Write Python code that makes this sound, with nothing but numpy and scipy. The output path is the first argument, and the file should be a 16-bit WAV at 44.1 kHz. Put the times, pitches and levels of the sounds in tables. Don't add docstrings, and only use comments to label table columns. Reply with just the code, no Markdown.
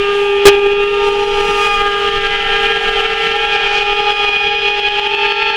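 import sys
import numpy as np
from scipy import signal
from scipy.fft import rfft, irfft, next_fast_len
from scipy.io import wavfile
from scipy.ndimage import uniform_filter1d

SR = 44100
rng = np.random.default_rng(int(sys.argv[2]) if len(sys.argv) > 2 else 0)


def persist_wave(psi):
    counts = np.round(np.clip(psi, -1, 1) * 32767).astype(np.int16)
    wavfile.write(sys.argv[1], SR, np.atleast_2d(counts).T)


def rack_gain(trim_db):
    fader = np.asarray(trim_db, float)
    return 10 ** (fader / 20)


N = 245195


def in_time(rows):
    s, *columns = np.transpose(rows)
    return [np.interp(np.arange(N) / SR, s, column) for column in columns]


def bumps(rows):
    t = np.arange(N) / SR
    return sum(db * np.exp(-((t - s) / half_s) ** 2) for s, half_s, db in rows)


def drift(rate_hz, size=N):
    r = np.exp(-80 * np.pi * rate_hz / SR)
    coarse = rng.standard_normal(N // 40 + 2002)
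    slow = signal.lfilter([1], [1, -2 * r, r * r], coarse)[2000:]
    return np.interp(np.arange(size) / 40, np.arange(len(slow)), slow / slow.std())


def whistle(pitch_hz, harmonics, wobble, rough, rough_hz):
    size = len(pitch_hz)
    unsteady_hz = pitch_hz * (1 + wobble * drift(8.18, size))
    phase = 2 * np.pi * np.cumsum(unsteady_hz) / SR
    out = np.zeros(size)
    for k, level_db in harmonics:
        shake = rough * k ** 0.55
        along = 1 + shake * drift(rough_hz, size)
        across = shake * drift(rough_hz, size)
        tone = along * np.sin(k * phase) + across * np.cos(k * phase)
        out += rack_gain(level_db) * np.sqrt(2 / (1 + 2 * shake ** 2)) * tone
    return out


def ground_echo_db(k, favoured):
    width = 0.51
    first = np.exp(-((k - favoured) / width) ** 2)
    higher = np.exp(-3.7 * ((k / 2.3 - favoured) / width) ** 2)
    return 10 * (first + 0.6 * higher)


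# [s, Hz, dB, dB, number].
DEEP = [ (0, 404.4, -13, -30.5, 2.8), (.43, 403.1, -13.5, -34.5, 2.63), (.57, 402.5, -11, -30.5, 2.46),
        (.86, 406, -12.5, -31, 3.1), (1.3, 405.7, -15.5, -33.5, 3.12), (1.57, 407.2, -16.5, -27, 2.8),
        (1.76, 407.3, -29.5, -23.5, 3.14), (1.88, 407.2, -17.5, -21.5, 3.4), (2.15, 404.7, -20.5, -27, 3.3),
        (2.33, 405.6, -25, -22.5, 4.8), (2.75, 406.6, -21.5, -27, 4.05), (3.2, 407.4, -25.5, -25, 5),
        (3.45, 407, -26, -32.5, 4.04), (4.04, 408.9, -21, -33.5, 3.13), (4.4, 409.2, -26.5, -37.5, 3.22),
        (4.8, 405.5, -23.5, -43, 3.1), (5.25, 408, -21.5, -32, 3.44), (5.56, 408.3, -24.5, -36.5, 3.8)]
# [number, dB].
DEEP_LOW = [(2, -0.3), (3, -2), (4, -1.5)]
DEEP_TOP = [(5, -10.5), (6, -5), (7, -11.5), (8, -11.5), (9, -23.5), (10, -27.5)]


def deep():
    pitch_hz, level_db, over_db, favoured = in_time(DEEP)
    harmonics = [(1, level_db)]
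    for k, db in DEEP_LOW:
        fading_db = 1.5 * drift(2.9)
        harmonics.append((k, over_db + db + ground_echo_db(k, favoured) + fading_db))
    shared_db = 0.55 * ground_echo_db(4, favoured)
    for k, db in DEEP_TOP:
        fading_db = 1.5 * drift(1.0)
        harmonics.append((k, over_db + db + ground_echo_db(k, favoured) + shared_db + fading_db))
    return whistle(pitch_hz, harmonics, wobble=0.00144, rough=0.13, rough_hz=13.0)


# [s, Hz, dB, dB].
SECOND = [ (0, 447, -39, -36.5), (.23, 452, -37, -36), (.43, 452.5, -35.5, -35), (.6, 454, -32.5, -40),
          (1.2, 451.3, -25, -35.5), (1.51, 451.7, -23.5, -30), (1.9, 450.5, -27, -35.5),
          (2.1, 447.5, -23.5, -31.5), (2.47, 449.8, -25.5, -25), (2.85, 450.4, -22.5, -27),
          (3.05, 448.4, -22, -24), (3.3, 450, -22, -23.5), (3.85, 451, -28.5, -28), (4.08, 448, -24.5, -32),
          (4.2, 451, -33.5, -31), (4.58, 449.3, -25.5, -30), (5.0, 452.6, -36.5, -30.5),
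          (5.56, 451, -27, -26.5)]
# [number, dB].
SECOND_TOP = [(2, -16), (3, -0.5), (4, -2.5), (5, -5.5), (6, -3.5), (7, 0), (8, -26)]
# [s, dB per harmonic].
SECOND_BITE = [(0, 1.5), (.25, 2.5), (.7, -2), (1.2, -0.5), (1.9, -2.5), (2.4, 0.7), (3.3, -0.3),
               (3.9, 0.7), (4.1, -0.6), (4.9, 3), (5.4, -0.3)]


def second():
    pitch_hz, level_db, over_db = in_time(SECOND)
    tilt_db = in_time(SECOND_BITE)[0]
    harmonics = [(1, level_db)]
    for k, db in SECOND_TOP:
        harmonics.append((k, over_db + db + (k - 5) * tilt_db + 1.4 * drift(1.1)))
    return whistle(pitch_hz, harmonics, wobble=0.00154, rough=0.13, rough_hz=13.4)


def blast(rows, pipe, edge_db, turn_s):
    (second_db, fourth_db), top = pipe
    span = slice(round(rows[0][0] * SR), round(rows[-1][0] * SR))
    pitch_hz, first_db, third_db = [column[span] for column in in_time(rows)]
    force_db = 10 * np.log10(rack_gain(first_db) ** 2 + rack_gain(third_db) ** 2)
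    facing_db = in_time([(turn_s - 0.17, -11), (turn_s, 0)])[0][span]
    edge = force_db + edge_db + facing_db
    harmonics = [(1, first_db), (2, third_db + second_db), (3, third_db), (4, third_db + fourth_db)]
    harmonics += [(k, edge + db) for k, db in top]
    valve_s = 0.006
    valve = signal.windows.tukey(len(pitch_hz), 2 * valve_s * SR / len(pitch_hz))
    out = np.zeros(N)
    out[span] = valve * whistle(pitch_hz, harmonics, wobble=0.0008, rough=0.115, rough_hz=16)
    return out


# harmonic number,
# level over the bright edge in dB [number, dB]. Air dulls the top of the far one.
OPEN_PIPE = (-14, -7), [(5, -2), (6, 0), (7, -4), (8, -12.5), (9, -19), (10, -20), (12, -26.5)]
OPEN_PIPE_FAR = (-14.5, -6.5), [(5, 3), (6, 3.5), (7, -7.5), (8, -17.5), (9, -33)]
STOPPED_PIPE = (-12, -13), [(5, 2), (6, -20)]
# [s, Hz, dB, dB].
NEAR_BLAST = [(.1, 843, -40, -38), (.25, 834, -28, -27.5), (.8, 830, -28.5, -23),
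              (.95, 823.5, -33.5, -31.5), (1.06, 824.4, -23.5, -29), (1.5, 827.4, -21, -25),
              (1.65, 824, -24.5, -19.5), (1.77, 820, -27, -19), (1.88, 766, -37, -44)]
HIGH_BLAST = [(0, 908.7, -40, -24), (.44, 907.8, -34.5, -34), (.85, 914.6, -36.5, -23.5),
              (1.05, 910.5, -24.5, -26), (1.3, 904, -28.5, -33.5), (1.55, 914, -27, -21),
              (1.635, 908, -33, -32), (1.68, 849, -21, -33), (1.73, 760, -55, -41)]
WARM_UP = [(2.3, 792, -62, -43), (2.45, 784.5, -25.5, -33), (2.7, 798.3, -29, -42.5), (3.1, 799, -27, -30),
           (3.3, 788, -31.5, -29), (3.36, 821, -19, -25)]
LONG_BLAST = [(3.36, 812, -18, -26), (3.449, 826, -20.5, -20), (3.7, 820.6, -22.5, -20.5),
              (4.05, 828.5, -17, -20.5), (4.299, 821.6, -23.5, -15), (4.7, 826, -22.5, -18.5),
              (4.898, 827, -21.5, -23.5), (5.098, 829.7, -23.5, -23), (5.56, 827, -25.5, -20)]
LOW_BLAST = [(2.7, 712.4, -38, -55), (2.8, 751, -32, -55), (3.1, 751, -31.5, -39), (3.45, 780, -39.5, -54),
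             (4.3, 778, -34, -53), (5.2, 810, -50, -48)]
LATE_BLAST = [(3.45, 803, -33, -51), (3.55, 783, -26, -23.5), (4.0, 799.3, -34.5, -37.5),
              (4.45, 798.2, -28, -30.5), (4.55, 823, -23, -19), (4.65, 820, -38, -37),
              (4.85, 826.3, -36, -13)]
RISING_BLAST = [(4.85, 822, -38, -30), (4.96, 840.4, -31.5, -20.5), (5.06, 874.3, -23.5, -34),
                (5.17, 880, -22, -17), (5.35, 883.5, -24.5, -23), (5.56, 875.3, -20.5, -21)]


def shrill():
    out = blast(NEAR_BLAST, OPEN_PIPE, edge_db=-19.5, turn_s=1.0)
    out += blast(HIGH_BLAST, STOPPED_PIPE, edge_db=-29.5, turn_s=0)
    out += blast(WARM_UP + LONG_BLAST[1:], OPEN_PIPE_FAR, edge_db=-27, turn_s=4.0)
    out += blast(LOW_BLAST, STOPPED_PIPE, edge_db=-17.5, turn_s=0)
    out += blast(LATE_BLAST + RISING_BLAST[1:], STOPPED_PIPE, edge_db=-15.5, turn_s=5.3)
    return out


# [Hz, dB].
FAINT = [(470, -42), (935, -43.5), (1413, -47), (762, -46.5)]


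def far_whistles():
    out = np.zeros(N)
    for hz, db in FAINT:
        harmonics = [(1, db + 2.0 * drift(0.68))]
        out += whistle(np.full(N, hz), harmonics, wobble=0.00328, rough=0.65, rough_hz=6.8)
    return out


def noise(spectrum, low_hz, high_hz, patchy_db):
    size = next_fast_len(N)
    hz = np.arange(size // 2 + 1) * SR / size + 1e-3
    point_hz, point_db = np.transpose(spectrum)
    shape = rack_gain(np.interp(np.log(hz), np.log(point_hz), point_db, left=-90, right=-90))
    band = (hz > low_hz) & (hz < high_hz)
    shape = shape / np.sqrt(np.sum(shape[band] ** 2) / len(hz))
    coloured = irfft(rfft(rng.standard_normal(size)) * shape, size)[:N]
    return coloured * rack_gain(patchy_db * drift(6.8))


# [s, dB, dB].
STEAM = [ (0, -30.5, -56), (.16, -31, -52.5), (.34, -36, -59), (.46, -28, -58.5), (.6, -34, -57.5),
         (.93, -31.5, -56), (1.35, -29.5, -50.5), (1.63, -27.5, -43.5), (1.8, -31.5, -50),
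         (1.9, -27.5, -52), (2.47, -25.5, -54), (3.0, -26, -53.5), (3.7, -25.5, -56.5), (4.4, -28.5, -58),
         (4.55, -27.5, -65.5), (4.68, -27, -65), (5.2, -28, -63), (5.56, -26, -68)]


def steam_db(mean_db, flow_share, near_share):
    flow_db, near_db = in_time(STEAM)
    return mean_db + flow_share * (flow_db - flow_db.mean()) + near_share * (near_db - near_db.mean())


# [Hz, dB per Hz].
JET = [(1600, -7.5), (2000, -3), (2400, 0), (3000, 7), (3400, -0.5), (3800, -9), (4400, -16.5), (5200, -41)]


def jet():
    return rack_gain(in_time(STEAM)[0] - 2.67) * noise(JET, 2956, 3036, patchy_db=0.3)


# [Hz, dB per Hz].
ROAR = [(300, -17), (420, 9), (530, -6), (800, 2), (1050, -4), (1400, 4.5), (1800, -2), (2200, -18.5)]


def roar():
    return rack_gain(steam_db(-44.5, 1.2, 0.3)) * noise(ROAR, 953, 1153, patchy_db=2.0)


# [Hz, dB per Hz].
LEAK = [(3300, -5), (4000, 6.5), (5300, 2), (6200, -4.5), (7500, -14), (9000, -20)]
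# [s, s, dB].
PUFFS = [
    (.16, .1, 0),
    (1.62, 0.11, 1),
    (3.2, 0.15, 0.5),
    (3.54, 0.021, 5),
    (3.75, 0.098, 5.5),
]


def leak():
    return rack_gain(steam_db(-47.5, 0.98, 0.17) + bumps(PUFFS)) * noise(LEAK, 5156, 5560, patchy_db=0.4)


# [Hz, dB per Hz].
HISS = [(5200, -2), (6500, 6), (8000, 1), (10500, -3), (12000, -9.5), (14000, -16.5), (16500, -13.5)]


def hiss():
    return rack_gain(in_time(STEAM)[1] - 0.85) * noise(HISS, 8900, 14000, patchy_db=1.4)


# [Hz, dB per Hz].
WIND = [(8.8, -23), (15, 10), (30, -4), (70, -13.5), (120, -17), (173, -13.5), (330, -20.5), (430, -66.5)]
# [s, dB].
SLIPSTREAM = [(0, -36), (.25, -38), (.6, -35), (1.4, -31.5), (2.7, -31), (3.64, -35), (4.4, -36),
              (5.56, -39)]
# [s, s, dB].
GUSTS = [
    (0, 0.053, 2.5),
    (1.5, .05, 5),
    (2.17, .04, 5),
    (2.87, 0.015, 5),
    (4.47, 0.037, 5),
]


def wind():
    return rack_gain(in_time(SLIPSTREAM)[0] + bumps(GUSTS) - 0.14) * noise(WIND, 17.5, 320, patchy_db=0.0)


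def scene():
    whistles = deep() + second() + shrill() + far_whistles()
    steam = jet() + roar() + leak() + hiss()
    return (whistles + steam + wind())[None]


STEP_DB = 1.5
# [s, s, count, dB].
CRESTS = [(.5537, .5961, 2, -3.1), (.6722, .7347, 2, -3.7), (.8412, 1.089, 2, -4),
          (1.1569, 1.2426, 2, -2.4), (1.4125, 1.5134, 2, -2.9), (1.6749, 1.8217, 2, -3.5),
          (1.883, 1.947, 2, -3.1), (2.0926, 2.3627, 4, -3.6), (2.4276, 2.5697, 2, -2.6),
          (2.67, 2.7773, 3, -3.7), (2.895, 3.0102, 2, -4), (3.0659, 3.1396, 2, -3.3),
          (3.2746, 3.368, 3, -3.4), (3.4543, 3.7888, 4, -3.4), (3.8313, 3.9334, 2, -3.4),
          (4.0065, 4.1078, 2, -3.6), (4.1272, 4.25, 2, -3.7), (4.2951, 4.3705, 2, -3.9),
          (4.4842, 4.5536, 2, -3.4), (4.6878, 4.709, 2, -3.5), (4.7996, 4.8877, 2, -5.9),
          (4.9972, 5.1502, 3, -6.4), (5.2667, 5.3236, 2, -5.5), (5.4316, 5.504, 2, -4.5)]


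def pumping_db():
    change_db = np.zeros(N)
    hold = round(0.032 * SR)
    cuts = []
    for first_s, last_s, count, db in CRESTS:
        cuts += [(round(s * SR), db) for s in np.linspace(first_s, last_s, count)]
    for (at, db), (until, _) in zip(cuts, cuts[1:] + [(N, 0)]):
        change_db[at] += db
        change_db[at + hold:until:hold] += STEP_DB
    return np.cumsum(change_db)


# [s, dB].
SURGE = [
    (.4537, 26),
    (.475, 34.5),
    (.495, 7.5),
    (.51, 0),
    (.56, -0.5),
    (.6, -1),
]


def glitch_db():
    started = np.arange(N) >= SURGE[0][0] * SR
    return STEP_DB * np.round(in_time(SURGE)[0] / STEP_DB) * started


def low_pass(x):
    return signal.sosfilt(signal.butter(12, 16010, fs=SR, output="sos"), x)


def record(dry):
    clock = np.arange(N)
    wave = dry[0]
    steps_db = pumping_db()
    slow_db = uniform_filter1d(uniform_filter1d(steps_db, SR // 5), SR // 5)
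    steps_db = steps_db + glitch_db()
    crossed = np.diff(np.sign(wave), prepend=0) != 0
    turned = np.diff(np.sign(np.gradient(wave)), prepend=0) != 0
    crest = turned & (np.abs(wave) > 1.7 * dry.std())
    waited_db = steps_db[np.maximum.accumulate(clock * crossed)]
    ticking_db = steps_db[np.maximum.accumulate(clock * crest)]
    gain_db = waited_db + 0.35 * (ticking_db - waited_db) - slow_db
    return low_pass(np.clip(dry * rack_gain(gain_db), -1, 1))


dry = scene()
out = record(dry)
persist_wave(out)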